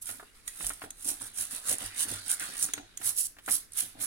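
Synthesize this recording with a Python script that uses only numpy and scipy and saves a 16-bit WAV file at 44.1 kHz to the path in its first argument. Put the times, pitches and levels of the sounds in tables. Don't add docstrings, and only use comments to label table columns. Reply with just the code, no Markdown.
import sys
import numpy as np
from scipy import signal
from scipy.fft import rfft, irfft, next_fast_len
from scipy.io import wavfile
from scipy.ndimage import uniform_filter1d, map_coordinates

SR = 44100
rng = np.random.default_rng(int(sys.argv[2]) if len(sys.argv) > 2 else 0)


def store_wav(level_fs):
    pcm = np.round(np.clip(np.atleast_2d(level_fs), -1, 1) * 32767)
    wavfile.write(sys.argv[1], SR, pcm.T.astype(np.int16))


N = 179205

# freq_hz, level_db
FLANK_TONE = [(500, -36), (2500, -29), (4500, -19), (5800, -11.5), (7300, -8.5), (8500, -3.5), (9300, 2.5),
              (10400, -1), (11400, -11), (12500, -14.5), (14000, -17.5), (16000, -18)]
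# freq_hz, level_db
FLANK_SHADE = [(3000, -0.5), (4500, -1.5), (5800, -5.5), (8000, -4.5), (9300, -6), (10300, -9),
               (12000, -1.5), (16000, -1.5)]


def amp(db):
    return 10 ** (np.asarray(db) / 20)


def unit(x):
    return x / np.sqrt(np.mean(x ** 2) + 1e-20)


def along(points, hz):
    f, v = np.transpose(points)
    return np.interp(np.log(hz + 1), np.log(f), v)


def wobble(rate_hz, size=16):
    coarse = np.arange(0, N + size, size)
    knots = rng.standard_normal(int(N * rate_hz / SR) + 4)
    curve = map_coordinates(knots, [coarse * rate_hz / SR])
    return np.interp(np.arange(N), coarse, curve)


def convolve(x, response):
    return signal.fftconvolve(np.atleast_2d(x), np.atleast_2d(response), axes=1)[:, :N]


def colour(x, spectrum, size=4096):
    log_gain = np.log(amp(along(spectrum, np.fft.rfftfreq(size, 1 / SR))))
    cepstrum = irfft(log_gain)
    cepstrum[1:size // 2] *= 2
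    cepstrum[size // 2 + 1:] = 0
    return convolve(x, irfft(np.exp(rfft(cepstrum))))


def add(track, s, sound):
    start = max(round(s * SR), 0)
    track[..., start:start + sound.shape[-1]] += sound[..., :N - start]


def ports(paths, lag_ms, scatter_db, shade=FLANK_SHADE):
    m = next_fast_len(N + 4096)
    hz = np.fft.rfftfreq(m, 1 / SR)
    left, right = rfft(paths[0] + amp(scatter_db) * paths[1:], m)
    left = left * amp(along(shade, hz)) * np.exp(-2j * np.pi * hz * lag_ms / 1000)
    pair = irfft(np.array([left, right]), m)[:, :N]
    return pair * np.std(paths[0]) / (np.std(pair.mean(0)) + 1e-20)


def room_tone():
    # freq_hz, level_db
    tone_colour = [(20, 8), (50, -14.5), (75, -22), (100, -10.5), (150, -2.5), (280, -4), (450, -7),
                   (800, -18), (1600, -8.5), (3000, -17), (6000, -19.5), (10000, -14), (16000, -33)]
    rumble_colour = [(15, 4.5), (28, 14.5), (45, 8.5), (60, -1), (100, 6.5), (200, -40), (1000, -99)]
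    tone = unit(colour(rng.standard_normal((3, N)), tone_colour))
    rumble = unit(colour(rng.standard_normal(N), rumble_colour))
    shared, separate = amp(-68.5) * tone[0], amp(-66.5) * tone[1:]
    return shared + separate + amp(-65.5 + 0.7 * wobble(4.38)) * rumble


def room(x, size=SR // 4):
    # freq_hz, t60_s
    decay = [(100, 0.084), (1000, 0.4), (5000, 0.36), (10000, 0.18), (16000, 0.29)]
    out = np.zeros((2, N))
    for start in range(0, N - size // 8, size):
        hz, t, z = signal.stft(rng.standard_normal((2, SR // 3)), SR, nperseg=256)
        fade = amp(-60 * t / along(decay, hz)[:, None])
        tail = signal.istft(z * fade, SR, nperseg=256)[1]
        answer = convolve(x[1, start:start + size], tail / np.linalg.norm(tail[0]))
        add(out, start / SR + 0.0054, answer)
    return out


def worktop(rise_s=0.0068):
    # start_s, level_db, upper_mode_db (added to the upper mode)
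    pushes = [(0.638, -36.5, -11), (1.835, -43, -1.5), (2.116, -48, 6.5), (2.792, -62, 10), (3.05, -58, 9)]
    # freq_hz, level_db, t60_s
    top_modes = [(38, -2, 0.3), (99, 0.5, 0.29)]
    out, t = np.zeros(N), np.arange(SR // 2) / SR
    for s, db, upper_db in pushes:
        swing = np.zeros(len(t))
        for k, (hz, mode_db, t60) in enumerate(top_modes):
            swing += amp(mode_db + k * upper_db - 60 * t / t60) * np.sin(2 * np.pi * hz * t)
        add(out, s, amp(db) * (1 - np.exp(-t / rise_s)) * swing)
    return out


def blow(modes, crack_db, crack_t60):
    t = np.arange(SR // 8) / SR
    ring = np.zeros((3, len(t)))
    for hz, db, t60 in modes:
        decay = amp(db + rng.normal(0, 2) - 60 * t / t60)
        ring += decay * np.sin(2 * np.pi * (hz * t + rng.random((3, 1))))
    sound = ring + amp(crack_db - 60 * t / crack_t60) * rng.standard_normal(ring.shape)
    return sound / np.abs(sound).max(axis=1).mean()


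def knocks():
    # start_s, level_db, thud_db (relative), hardness_db
    bumps = [(.091, -28.5, -24, -6), (.197, -27.5, -41, -31), (.227, -32, -16, -31),
             (.607, -29.5, -33, -7.5), (.642, -33, -33, -3.5), (0.702, -22.5, -25.5, -14),
             (.818, -23.5, -25, -17), (.839, -27, -16, -20), (1.094, -31.5, -21, -25),
             (1.212, -32.5, -29, -32), (1.241, -42, -33, -23), (2.687, -32, -14.5, -12),
             (2.737, -31.5, -16, -11), (2.778, -29.5, -14, -10), (3.014, -30, -31, -12),
             (3.367, -40.5, -29, -14), (3.386, -36.5, -25, -6), (3.478, -18, -22.5, -25),
             (3.486, -20.5, -28, -10.5)]
    # freq_hz, level_db, t60_s
    tray_modes = [(691, 1, 0.033), (793, -6, 0.034), (1070, -10, 0.044), (1339, 1, 0.03), (1450, -3, 0.079),
                  (1684, 3.5, 0.017), (1840, -5.5, 0.062), (2310, -23, 0.087), (2580, -24, 0.0067)]
    thud_modes = [(101, -48, 0.04), (286.4, -2.5, 0.11), (418, -3, 0.052)]
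    out = np.zeros((3, N))
    for s, db, thud_db, hard_db in bumps:
        contact = [(100, -38), (400, -14), (650, -3), (1200, 1), (1900, hard_db / 4 + 4.5),
                   (2800, hard_db + 11), (6000, hard_db), (15000, hard_db)]
        clack = colour(blow(tray_modes, crack_db=11, crack_t60=0.08), contact)
        add(out, s, amp(db) * clack)
        add(out, s, amp(db + thud_db) * blow(thud_modes, crack_db=-26, crack_t60=.01))
    return ports(out, lag_ms=0.11, scatter_db=-3)


def ticks():
    # start_s, level_db, low_body_db (relative)
    taps = [(0.4772, -24, 1.5), (.905, -24.5, -6), (2.642, -17, -32), (2.7356, -14, -3.5),
            (2.9732, -21.5, -5.5), (3.461, -28, -5), (4.0078, -31, 3)]
    # freq_hz, level_db, t60_s
    metal_modes = [(1942, -11.5, 0.073), (3350, -6.5, 0.025), (3860, -11, 0.032), (6260, 0, 0.013),
                   (6880, -4, 0.039), (8570, -2.5, 0.017), (9550, -20, 0.012), (9500, -10.5, 0.016),
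                   (12100, -12, 0.035)]
    out = np.zeros((3, N))
    for s, db, body_db in taps:
        contact = [(300, body_db - 26.0), (2000, body_db + 0.5), (3600, body_db + 2.5),
                   (5000, -7.5), (6300, 4.5), (10000, 7.5), (14000, -11)]
        for late_s, contact_db in [(0, -5), (.0022, -4.5)]:
            tap = colour(blow(metal_modes, crack_db=6.0, crack_t60=0.013), contact)
            add(out, s + late_s, amp(db + contact_db) * tap)
    return ports(out, lag_ms=0.164, scatter_db=7)


def scattered(clicks, t60):
    keep = amp(-120 / (t60 * SR))
    energy = signal.lfilter([0, 1 - keep], [1, -keep], clicks ** 2)
    return np.vstack([clicks, np.sqrt(energy) * rng.standard_normal((2, len(clicks)))])


def snaps(straggle_db=-19, straggle_t60=0.029):
    # start_s, level_db
    tufts = [(.0575, -26), (0.112, -26), (0.4784, -20), (0.4865, -27), (0.667, -13), (0.6942, -18),
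             (.7353, -28), (1.0549, -21), (1.0882, -13), (1.2192, -22.5), (1.5102, -24.5), (1.6946, -15),
             (1.7838, -20.5), (1.86, -23), (2.0047, -17), (2.3094, -14), (2.3388, -18), (2.3973, -18.5),
             (2.6268, -9.5), (3.066, -17), (3.165, -22), (3.1847, -15), (3.517, -12), (3.721, -33.5),
             (3.7339, -28), (3.7737, -19)]
    out, t = np.zeros((3, N)), np.arange(SR // 40) / SR
    for s, db in tufts:
        release = amp(straggle_db - 60 * t / straggle_t60) * rng.standard_normal(len(t))
        release[0] = 1
        snap = colour(scattered(release, t60=0.021), FLANK_TONE)
        add(out, s, amp(db) * snap / np.abs(snap[0]).max())
    return ports(out, lag_ms=0.099, scatter_db=-4)


def pressure_db(s, attack, hold, release):
    swing_db = 20
    release_bend = 0.75
    t = np.arange(N) / SR
    before = np.maximum(s - t, 0) / attack
    after = np.maximum(t - s - hold, 0) / release
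    return -swing_db * (before + after ** release_bend)


def gains():
    # full_pressure_s, attack_s, hold_s,
    # release_s, bristle_db, rasp_db, direction (0 = along the flank, 1 = across the bonnet)
    rubs = [(0.018, 0.0052, 0.01, .045, -43, -70, 0.95), (0.071, 0.022, 0.033, 0.12, -41, -53.5, .5),
            (0.355, 0.047, 0.047, 0.036, -64.5, -66.5, 0.014), (0.48, 0.027, .006, 0.056, -45.5, -57.5, 0),
            (0.631, .13, 0.053, 0.11, -39.5, -54.5, 0.22), (0.843, 0.084, 0.0068, 0.028, -48.5, -58, .2),
            (1.087, 0.084, 0.019, 0.06, -31.5, -51, 0.17), (1.215, 0.039, 0.058, 0.053, -44, -55.5, 0.0086),
            (1.386, 0.043, 0.035, 0.089, -33.5, -48.5, 0.18), (1.515, 0.018, 0.054, 0.079, -40, -51, 0.23),
            (1.688, 0.048, .044, .038, -29.5, -44.5, 0), (1.802, 0.022, 0.066, 0.085, -43.5, -47, 0.22),
            (1.998, 0.051, 0.04, 0.03, -30, -44.5, 0.067), (2.087, 0.022, 0.05, 0.14, -39, -44.5, 0.085),
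            (2.307, 0.057, 0.023, 0.039, -29, -45, 0), (2.408, 0.017, 0.036, 0.19, -39.5, -44, 0.21),
            (2.626, 0.1, 0.02, 0.053, -31, -51, 0), (2.777, 0.033, .008, 0.011, -57, -55.5, 0.17),
            (3.061, 0.048, 0.038, 0.045, -29.5, -48.5, 0.93), (3.181, 0.029, 0.03, 0.052, -29, -58.5, 1),
            (3.244, 0.069, .025, 0.0079, -35.5, -64, 0.68), (3.516, 0.047, 0.041, 0.046, -28, -51, 0.98),
            (3.789, 0.037, 0.012, 0.069, -28, -46.5, 1), (4.015, 0.023, 0.027, 0.18, -34, -48, 0.92)]
    rasp_follows = 0.56
    flank, bonnet, rasp = np.zeros((3, N))
    for s, attack, hold, release, bristle_db, rasp_db, direction in rubs:
        pressure = pressure_db(s, attack, hold, release)
        across = np.clip(direction, 0, 1)
        power = amp(bristle_db + pressure) ** 2
        flank += (1 - across) * power
        bonnet += across * power
        rasp += amp(rasp_db + rasp_follows * pressure) ** 2
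    return np.sqrt([flank, bonnet, rasp])


def flicks(rate_hz, spread_db):
    force = amp(spread_db * np.clip(rng.standard_normal(N), -3, 2.2))
    return unit((rng.random(N) < rate_hz / SR) * force * rng.choice([-1, 1], N))


def steady(x, size=900):
    return x / np.sqrt(np.abs(uniform_filter1d(x ** 2, size)) + 1e-9)


def sweeping(x, echo_db, delay_ms, travel, count=2):
    out = x.copy()
    for k in range(count):
        delay = (k + 1) * delay_ms / 1000 * SR * np.exp(travel * wobble(3))
        out += amp(echo_db) * x[np.clip(np.arange(N) - delay.astype(int), 0, N - 1)]
    return out


def patchy(x, patchy_db):
    z = signal.stft(x, nperseg=512)[2]
    field = uniform_filter1d(rng.standard_normal(z.shape[1:]), size=12, axis=0)
    field = uniform_filter1d(field, size=9, axis=1)
    return signal.istft(z * amp(patchy_db * unit(field)), nperseg=512)[1][:, :N]


def friction(gain, tone, rate_hz, spread_db, clump_db, hiss_db, walls_t60, patchy_db):
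    grains = flicks(rate_hz, spread_db) + amp(hiss_db) * rng.standard_normal(N)
    grains = steady(grains * amp(clump_db * wobble(220)))
    paths = np.array([sweeping(path, echo_db=-8, delay_ms=1.1, travel=.22)
                      for path in scattered(grains, walls_t60)])
    return gain * unit(colour(patchy(paths, patchy_db), tone))


def scrubbing():
    # freq_hz, level_db
    bonnet_tone = [(500, -57), (1500, -60), (2700, -32), (4000, -26.5), (5500, -19), (7000, -17),
                   (8500, -11.5), (9500, -6.5), (10300, -3.5), (11500, -11), (13000, -19), (16000, -29)]
    fizz_tone = [(1000, -60), (6000, -22), (9500, -5), (11300, 2), (13000, -4), (16000, -16)]
    rasp_tone = [(200, -31), (600, -11), (1000, -5), (1450, 3.5), (2000, 0.5), (2600, -1.5), (4000, 2),
                 (6500, -8), (10000, -12), (16000, -43)]
    rumble_tone = [(20, -29), (45, -2.5), (70, -19.5), (100, 4.5), (140, -9), (200, 1), (285, 10.5),
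                   (380, -1), (520, -1.5), (750, 3), (1200, -19), (4000, -65)]
    # freq_hz, level_db
    bonnet_shade = [(3000, 0.5), (5800, -6.5), (8000, -3.5), (9300, -11), (10300, -13), (12000, -1.5),
                    (16000, 2.5)]
    # full_level_s, hold_s, level_db
    skids = [(0.101, 0.031, -53), (0.6, 0.12, -56.5), (0.839, 0.029, -52), (1.054, 0.07, -53),
             (1.211, 0.039, -54.5), (1.535, 0.0097, -55.5), (1.704, 0.03, -45.5), (1.81, 0.037, -51.5),
             (2.055, .022, -52.5), (2.109, 0.018, -47.5), (2.416, 0.011, -50), (2.488, 0.0072, -50.5),
             (2.631, 0.02, -49.5), (2.771, 0.042, -53), (3.003, 0.024, -54.5), (3.489, 0.018, -47),
             (3.827, 0.017, -55), (3.955, 0.027, -55), (4.005, .025, -59)]
    skid_attack_s, skid_release_s = 0.009, 0.059
    fizz_db, fizz_fade_db_per_s = -6.5, 4.5
    rumble_db = -14

    flank, bonnet, rasping = gains()
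    fizzing = np.hypot(flank, bonnet) * amp(fizz_db - fizz_fade_db_per_s * np.arange(N) / SR)
    skidding = np.max([amp(db + pressure_db(s, skid_attack_s, hold, skid_release_s))
                       for s, hold, db in skids], axis=0)
    shaking = np.hypot(amp(rumble_db) * rasping, skidding)

    along_flank = friction(flank, FLANK_TONE, rate_hz=1400, spread_db=7.0, clump_db=2.0,
                           hiss_db=-5, walls_t60=0.0085, patchy_db=1.2)
    over_bonnet = friction(bonnet, bonnet_tone, rate_hz=3100, spread_db=5.5, clump_db=2.0,
                           hiss_db=8, walls_t60=0.0042, patchy_db=0.35)
    fizz = friction(fizzing, fizz_tone, rate_hz=1300, spread_db=10, clump_db=5,
                    hiss_db=-11, walls_t60=0.011, patchy_db=-0.7)
    rasp = friction(rasping, rasp_tone, rate_hz=900, spread_db=1.5, clump_db=1.5,
                    hiss_db=1.5, walls_t60=0.019, patchy_db=2.6)
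    rumble = friction(shaking, rumble_tone, rate_hz=400, spread_db=1.5, clump_db=2.5,
                      hiss_db=-18.5, walls_t60=0.018, patchy_db=1.56)
    return (ports(along_flank, lag_ms=0.12, scatter_db=2.5)
            + ports(over_bonnet, lag_ms=0.135, scatter_db=3.5, shade=bonnet_shade)
            + ports(fizz, lag_ms=0.108, scatter_db=1.5)
            + ports(rasp, lag_ms=0.11, scatter_db=6.5)
            + ports(rumble, lag_ms=0.42, scatter_db=-10.5))


def scene():
    work = scrubbing() + snaps() + ticks() + knocks()
    return work + amp(-14.5) * room(work) + worktop() + room_tone()


def record(dry):
    top_hz = 16000
    m = next_fast_len(N + SR // 2)
    passed = np.fft.rfftfreq(m, 1 / SR) < top_hz
    return irfft(rfft(dry, m) * passed, m)[:, :N]


dry = scene()
out = record(dry)
store_wav(out)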